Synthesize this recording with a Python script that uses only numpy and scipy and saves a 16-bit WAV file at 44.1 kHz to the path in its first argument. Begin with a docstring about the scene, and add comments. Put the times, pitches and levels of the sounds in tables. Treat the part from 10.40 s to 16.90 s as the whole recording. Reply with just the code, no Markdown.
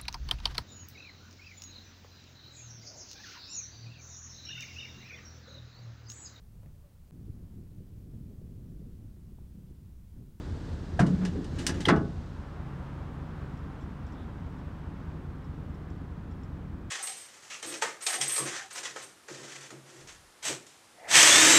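"""A box truck's steel liftgate comes down on asphalt, heard from beside the idling truck in an open yard.
The deck lands with a ringing clank, judders and scrapes as its lip slides, clicks at the hinges, squeaks
and settles with a second clank. The sound then cross-fades to a microphone position inside the plywood
cargo box, where the engine throbs through the floor under a soft wash of outdoor noise from the open
door, a brief hum and a few tiny ticks."""
import sys
import numpy as np
from scipy import signal
from scipy.fft import rfft, irfft, next_fast_len
from scipy.io import wavfile
from scipy.ndimage import map_coordinates

SR = 44100
rng = np.random.default_rng(int(sys.argv[2]) if len(sys.argv) > 2 else 0)


def transcribe(signal):
    """Save signal, clipped to [-1, 1], as a 16-bit WAV file at the path in sys.argv[1]."""
    frames = np.atleast_2d(signal).T
    limited = np.clip(frames, -1, 1)
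    pcm = np.round(limited * 32767).astype(np.int16)
    wavfile.write(sys.argv[1], SR, pcm)


N = 286650

# engine tones beside the truck and inside the box: cycle_multiple, level_db
ENGINE_YARD_TONES = [(8, -45), (10, -56), (11, -55), (13, -51), (14, -49), (15, -53.5), (16, -43),
                     (17, -49.5), (18, -45), (19, -47)]
ENGINE_BOX_TONES = [(8, -51), (10, -62), (11, -60), (13, -46), (14, -59), (15, -56), (16, -55), (17, -49.5),
                    (19, -49.5), (21, -55), (24, -58), (27, -61), (28, -64.5), (29, -55.5), (33, -52),
                    (37, -61), (38, -69), (44, -68), (55, -63.5), (56, -63.5)]
# open air beside the truck (all spectra are relative levels per hertz): frequency_hz, level_db
YARD_SPECTRUM = [(30, -24.5), (80, 0), (150, 2.5), (230, -4), (400, -12), (700, -20), (1100, -24.5),
                 (1700, -26), (2300, -35), (4000, -33.5), (8000, -44), (10000, -54), (15500, -62)]
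# the leading edge striking asphalt: pitch_hz, relative_db, t60_s
LIP_MODES = [(701, -2, 0.092), (739, -12.5, 0.14), (1600, -9.5, 0.064)]
# the steel deck's main modes: pitch_hz, relative_db, t60_s
DECK_MODES = [(123, -11.5, 0.1), (145.2, -2.5, 0.8), (172.5, 0, 0.7), (202.7, -3, 0.53),
              (262.6, -0.5, 0.26), (294.4, -2.5, 0.47), (319, -4, 0.48), (349, -0.5, 0.5), (406, -10, 0.56),
              (438, -8, 0.48), (477, -11.5, 0.16), (641, -3, 0.29), (677, -13, 0.55), (820, -15, 0.55),
              (853, -18.5, 0.45), (890, -13.5, 0.32), (1020, -5.5, 0.2), (1034, -7, 0.15),
              (1115, -10, 0.35), (1243, -11, 0.34), (1315, -4, 0.15), (1494, -11, 0.34), (1620, -6, 0.13),
              (1700, -16, 0.18), (1824, -12, 0.17), (1970, -6.5, 0.064), (1950, -17, 0.17),
              (2690, -23, .12), (3150, -15.5, 0.09), (3400, -17, .14)]
# its dense crowd of weaker modes: frequency_hz, level_db
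CROWD_SPECTRUM = [(70, -26), (120, -5), (200, 2.5), (380, 4), (550, -6.5), (900, -11), (1400, -3.5),
                  (2000, -8), (2300, -10.5), (3200, -15), (5000, -18), (9000, -27), (12000, -52),
                  (16000, -61)]
# how long that crowd rings: frequency_hz, t60_s
CROWD_DECAY = [(150, 0.52), (400, 0.47), (1200, 0.3), (2500, 0.13), (6000, 0.064), (12000, 0.06)]
# the deck landing on the ground: start_s, clang_db, boom_db
DECK_LANDINGS = [(.592, -26.5, -14), (1.485, -17, -16.5)]
# the deck rocking softly on its hinges: start_s, boom_db, clang_db
DECK_ROCKS = [(.728, -33.5, -61), (.812, -29.5, -40.5), (1.27, -35, -35.5), (1.527, -20, -35.5)]
# hollow knocks in the deck's middle range: start_s, level_db
DECK_KNOCKS = [(.957, -30.5), (1.4738, -20.5)]
# clicks and scuffs of hinge and linkage: start_s, level_db, rise_s, tilt_db_per_octave
HINGE_CLICKS = [(.597, -37, .0013, -.7), (.664, -45.5, 0.0012, -0.5), (.85, -38, 0.0011, -2.5),
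                (1.043, -51, .001, -0.5), (1.184, -39.5, 0.0055, -1), (1.2663, -26, .00032, 3.5),
                (1.292, -36, 0.0011, -1.5), (1.341, -50, .002, -1.5), (1.404, -40, .0025, -1),
                (1.453, -39.5, 0.00084, -2), (1.461, -38.5, .001, -6), (1.484, -31.5, 0.00048, -4.5),
                (1.488, -31.5, 0.00026, -6.5), (1.56, -45.5, .0015, -6.5)]
# the crash of steel on steel: frequency_hz, level_db
HINGE_SPECTRUM = [(300, -20), (900, -8), (1700, 3.5), (2400, -1.5), (3500, 1), (5000, -0.8), (7000, -2),
                  (8800, -6), (10500, -15.5), (15500, -35)]
# the hinge pin's ring: pitch_hz, relative_db, t60_s
PIN_MODES = [(848, -5.5, .2), (1670, -3, 0.17), (1795, -3.5, 0.15), (1995, -7, 0.12), (2640, -5.5, 0.12),
             (2895, -0.5, 0.14), (3610, -7.5, .12), (4460, -7, 0.13), (4987, -3, 0.11), (5636, -6, 0.12),
             (6070, -5.5, .1), (8130, -2, 0.06)]
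# the frame taking the deck's weight: start_s, pitch_hz, level_db, t60_s
FRAME_THUDS = [(0.602, 134.4, -17, 0.33), (1.54, 72, -24, 0.15)]
# the deck sliding over the ground: start_s, end_s, judder_db, scrape_db
LIP_SLIDES = [(0.648, 0.963, -37.5, -46), (1.138, 1.444, -46.5, -40.5)]
# the lip grabs and the judder swells: peak_s, level_db
LIP_GRABS = [(.73, -26), (.832, -28.5)]
# steel scraping asphalt: frequency_hz, level_db
SCRAPE_SPECTRUM = [(150, -23), (260, 2), (360, -1.5), (480, -12), (800, -22), (1700, -21.5), (2600, -27),
                   (7000, -33.5), (12000, -55)]
# rumble through the box floor: frequency_hz, level_db
RUMBLE_SPECTRUM = [(30, -25), (65, -13), (90, 0.5), (115, -5), (140, 2.5), (200, -4), (280, -5.5),
                   (340, -11), (450, -16), (600, -29), (1200, -40.5), (3000, -57.5)]
# outdoor noise through the open door: frequency_hz, level_db
WASH_SPECTRUM = [(260, -26), (450, -4), (579, -1.5), (661, -4), (723, -2), (1090, -2), (1600, -7),
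                 (2200, -15), (2820, -18.5), (3270, -20), (4530, -27), (5500, -29.5), (6010, -31.5),
                 (7500, -34.5), (9000, -38), (11500, -47.5), (15500, -57)]
# the pivot slipping: pitch_hz, relative_db
SQUEAK_TONES = [(3240, 0.5), (3930, -8), (2040, -11)]
# the rasp of that slip: frequency_hz, level_db
RASP_SPECTRUM = [(900, -8), (2000, -7), (2600, -21), (3200, 6), (4300, -5), (5700, -10), (6800, -22),
                 (10000, -21), (15000, -36)]
# tiny high ticks in the box at set times: start_s, relative_db
BOX_TICKS = [(3.1747, -60), (3.4092, -59), (3.6661, -56), (3.7214, -55), (5.0444, -60), (5.3443, -60.5),
             (5.9115, -60), (6.0342, -55.5)]
# resonances of a tick: centre_hz, width_hz, relative_db
TICK_BANDS = [(3410, 300, 5), (5370, 840, 4), (7400, 400, 1)]

KNOCK_RISE_S = 0.0016
FADE_START_S, FADE_END_S, INSIDE_SHARE = 1.32, 2.36, 0.88  # from the yard to mostly inside the box


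def amp(db):
    """Decibels to gain."""
    return 10 ** (np.asarray(db) / 20)


def along(points, hz):
    """Read (frequency_hz, value) points on a log frequency axis."""
    frequencies, values = np.transpose(points)
    return np.interp(np.log(hz + 1), np.log(frequencies + 1), values)


def wobble(rate):
    """A smooth random curve, rate knots a second."""
    position = np.arange(N) * rate / SR
    knots = rng.standard_normal(int(N * rate / SR) + 4)
    coarse = position[::32]
    return np.interp(position, coarse, map_coordinates(knots, [coarse]))


def noise(gain, size=N):
    """Noise of rms 1, coloured by a gain of frequency."""
    coloured = irfft(rfft(rng.standard_normal(size)) * gain(np.fft.rfftfreq(size, 1 / SR)), size)
    return coloured / np.sqrt(np.mean(coloured ** 2) + 1e-20)


def shape(points):
    """The gain of a (frequency_hz, level_db) spectrum."""
    return lambda hz: amp(along(points, hz))


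def resonances(rows):
    """The gain of (centre_hz, width_hz, level_db) resonances."""
    return lambda hz: sum(amp(db) / (1 + (2 * (hz - centre) / width) ** 2) for centre, width, db in rows)


def attack(t, rise_s):
    """Exponential rise from 0 to 1."""
    return 1 - np.exp(-t / rise_s)


def decay(t, t60_s):
    """Exponential fall by 60 dB in t60_s."""
    return np.exp(-np.log(1000) * t / t60_s)


def swell(peak_s, rise_s, fall_s):
    """A smooth bump of height 1."""
    t = np.arange(N) / SR - peak_s
    return np.exp(-(t / np.where(t < 0, rise_s, fall_s)) ** 2)


def ring(modes, t, colour, scatter_db=0):
    """Damped modes set off from rest, weighted in dB by colour(hz) and a random scatter."""
    return sum(amp(db + colour(hz) + scatter_db * rng.standard_normal())
               * decay(t, t60_s) * np.sin(2 * np.pi * hz * t) for hz, db, t60_s in modes)


def add(out, start_s, sound):
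    """Mix a sound in at a time."""
    part = out[round(start_s * SR):][:len(sound)]
    part += sound[:len(part)]


def engine(inside, cycle_hz=4.835, throb_s=0.135, smear_turns=0.18, waver_rad=0.21):
    """An idling V8: unequal cylinders put tones on multiples of the cycle rate, one throb a cycle."""
    cycles = np.cumsum(cycle_hz * (1 + 0.0019 * wobble(1.993))) / SR - throb_s * cycle_hz
    outer = {multiple: amp(db) for multiple, db in ENGINE_YARD_TONES}
    inner = {multiple: amp(db) for multiple, db in ENGINE_BOX_TONES}
    out = np.zeros(N)
    for multiple in sorted({*outer, *inner}):
        level = (1 - inside) * outer.get(multiple, 0) + inside * inner.get(multiple, 0)
        lag = smear_turns * rng.standard_normal()  # the pipe and body delay each tone differently
        phase = 2 * np.pi * (multiple * cycles + lag) + waver_rad * wobble(2.87)
        out += level * np.sqrt(2) * np.sin(phase)
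    return out


def yard():
    """Open-air noise beside the running truck."""
    return amp(-38 + 0.38 * wobble(10)) * noise(shape(YARD_SPECTRUM))


def lip_strike(start_s=0.592, level_db=-16, rise_s=0.0011):
    """The leading edge meets the asphalt first, with a short hollow knock."""
    out, t = np.zeros(N), np.arange(SR // 2) / SR
    add(out, start_s, ring(LIP_MODES, t, lambda hz: level_db, scatter_db=6.5) * attack(t, rise_s))
    return out


def deck_blows(weight_lag_s=0.01, landing_rise_s=0.0013, rock_rise_s=0.009):
    """Every blow on the deck: start_s, boom_db, knock_db, clang_db, rise_s."""
    def sloping(start_s, boom_db, clang_db, rise_s):
        return start_s, boom_db, (boom_db + clang_db) / 2, clang_db, rise_s

    # the edge strikes first, light in the bass; the duller weight follows
    edges = [sloping(s, clang - 7.5, clang, landing_rise_s) for s, clang, _ in DECK_LANDINGS]
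    weights = [sloping(s + weight_lag_s, boom, clang - 10.5, landing_rise_s)
               for s, clang, boom in DECK_LANDINGS]
    rocks = [sloping(s, boom, clang, rock_rise_s) for s, boom, clang in DECK_ROCKS]
    knocks = [(s, db - 4.5, db, db - 22, KNOCK_RISE_S) for s, db in DECK_KNOCKS]
    return edges + weights + rocks + knocks


def deck():
    """Each blow rings the plate's main modes and a dense crowd of weak ones; the treble dies first."""
    out, t = np.zeros(N), np.arange(SR) / SR
    for start_s, boom_db, knock_db, clang_db, rise_s in deck_blows():
        # where the blow lands decides how much bass, knock and clang it wakes
        colour = lambda hz: along([(190, boom_db), (280, knock_db), (450, knock_db), (650, clang_db)], hz)
        hz, age_s, bands = signal.stft(noise(shape(CROWD_SPECTRUM), size=SR), SR, nperseg=256)
        bands = bands * amp(colour(hz))[:, None] * decay(age_s, along(CROWD_DECAY, hz)[:, None])
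        crowd = signal.istft(bands, SR, nperseg=256)[1][:SR]
        modes = amp(-4.5) * ring(DECK_MODES, t, colour, scatter_db=2.5)
        add(out, start_s, (crowd + modes) * attack(t, rise_s))
    return out


def hinges(snap_gain=1.45, snap_t60_s=0.007, click_t60_s=0.09, rub_stretch=26):
    """Steel on steel: a hard snap and a bright crash with a little ring of the hinge pin."""
    out, t = np.zeros(N), np.arange(SR // 2) / SR
    for start_s, db, rise_s, tilt_db in HINGE_CLICKS:
        t60_s = click_t60_s + rub_stretch * rise_s  # a slower contact rubs on longer
        envelope = decay(t, t60_s) + snap_gain * decay(t, snap_t60_s)
        tilt = lambda hz: tilt_db * np.log2((hz + 100) / 4000)
        crash = amp(-0.8) * noise(lambda hz: amp(along(HINGE_SPECTRUM, hz) + tilt(hz)), size=len(t))
        pin = amp(-6) * ring(PIN_MODES, t, tilt)
        add(out, start_s, amp(db) * (crash * envelope + pin) * attack(t, rise_s))
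    return out


def frame_thuds(rise_s=0.0088):
    """Each landing pushes the truck's frame into one low thud."""
    out, t = np.zeros(N), np.arange(SR // 2) / SR
    for start_s, hz, db, t60_s in FRAME_THUDS:
        add(out, start_s, amp(db) * np.sin(2 * np.pi * hz * t) * decay(t, t60_s) * attack(t, rise_s))
    return out


def lip_drag(judder_hz=184, grab_width_s=0.028, ramp_s=0.04):
    """The lip slides on asphalt: stick and slip keep a low mode going, over an uneven scrape."""
    t = np.arange(N) / SR
    shake = sum(amp(db) * swell(peak_s, grab_width_s, grab_width_s) for peak_s, db in LIP_GRABS)
    rub = np.zeros(N)
    for start_s, end_s, judder_db, scrape_db in LIP_SLIDES:
        moving = (np.tanh((t - start_s) / ramp_s) - np.tanh((t - end_s) / ramp_s)) / 2
        shake += amp(judder_db) * moving
        rub += amp(scrape_db) * moving
    phase = 2 * np.pi * np.cumsum(judder_hz * (1 + 0.015 * wobble(29.4))) / SR
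    judder = shake * amp(2.3 * wobble(40.3)) * np.sqrt(2) * np.sin(phase)
    scrape = rub * amp(1.7 * wobble(60.24)) * noise(shape(SCRAPE_SPECTRUM))
    return judder + scrape


def hollow_notes(pitch_hz=392, above_knock_db=5.5, t60_s=0.04):
    """Each knock on the deck also sounds one hollow note of a few cycles."""
    out, t = np.zeros(N), np.arange(SR // 4) / SR
    note = np.sin(2 * np.pi * pitch_hz * t) * decay(t, t60_s) * attack(t, KNOCK_RISE_S)
    for start_s, db in DECK_KNOCKS:
        add(out, start_s, amp(db + above_knock_db) * note)
    return out


def cargo_box(hum_hz=134, wash_fall_db_per_s=1.28):
    """Inside: rumble through the floor, outdoor noise through the open door, and a brief hum."""
    t = np.arange(N) / SR
    rumble = amp(-41.5 + 0.39 * wobble(9)) * noise(shape(RUMBLE_SPECTRUM))
    # the outdoor noise fades as the microphone moves deeper into the box
    wash_db = -49.5 - wash_fall_db_per_s * np.maximum(t - FADE_END_S, 0)
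    wash = amp(wash_db + 0.3 * wobble(5.96)) * noise(shape(WASH_SPECTRUM))
    hum_level = amp(-41.5) * swell(peak_s=2.33, rise_s=0.19, fall_s=0.42)
    hum = hum_level * np.sqrt(2) * np.sin(2 * np.pi * hum_hz * t + 0.46 * wobble(6.27))
    return rumble + wash + hum


def pivot_squeak(peak_s=1.4558, width_s=0.0018, tone_db=-19.5, rasp_db=-29):
    """The pivot slips in one short, rasping squeak just before the deck settles."""
    t = np.arange(N) / SR - peak_s
    slip = swell(peak_s, width_s, width_s)
    tone = sum(amp(tone_db + db) * np.sin(2 * np.pi * hz * t) for hz, db in SQUEAK_TONES)
    tail = amp(-8) * (t > 0) * decay(abs(t), t60_s=0.12)
    return slip * tone + amp(rasp_db) * (slip + tail) * noise(shape(RASP_SPECTRUM))


def ticks(t60_s=0.086, trim_db=-7, random_count=3, random_from_s=3.0):
    """Tiny high ticks in the box at set times, plus a few similar ones at random times."""
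    out, t = np.zeros(N), np.arange(SR // 4) / SR
    random_ticks = [(start_s, -59) for start_s in rng.uniform(random_from_s, N / SR, random_count)]
    for start_s, db in BOX_TICKS + random_ticks:
        add(out, start_s, amp(db + trim_db) * decay(t, t60_s) * noise(resonances(TICK_BANDS), len(t)))
    return out


def scuff(peak_s=3.805, level_db=-67, width_s=0.057):
    """One soft, high scuff in the box."""
    return amp(level_db) * swell(peak_s, width_s, width_s) * noise(resonances([(3500, 900, 0)]))


def scene():
    """The liftgate from beside the truck, then a cross-fade into the cargo box; mono."""
    progress = np.clip((np.arange(N) / SR - FADE_START_S) / (FADE_END_S - FADE_START_S), 0, 1)
    inside = INSIDE_SHARE * np.sin(np.pi / 2 * progress) ** 2
    gate = lip_strike() + deck() + hollow_notes() + hinges() + pivot_squeak() + frame_thuds() + lip_drag()
    background = engine(inside) + (1 - inside) * yard() + inside * cargo_box()
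    return (gate + background + ticks() + scuff())[None]


def record(dry):
    """The microphone sheds the deepest bass and passes nothing above top_hz."""
    top_hz = 15750
    size = next_fast_len(N + SR // 2)
    hz = np.fft.rfftfreq(size, 1 / SR)
    low_cut = amp(along([(15, -41), (26, -19), (35, -0.5)], hz))
    return irfft(rfft(dry, size) * low_cut * (hz < top_hz), size)[..., :N]


dry = scene()
out = record(dry)
transcribe(out)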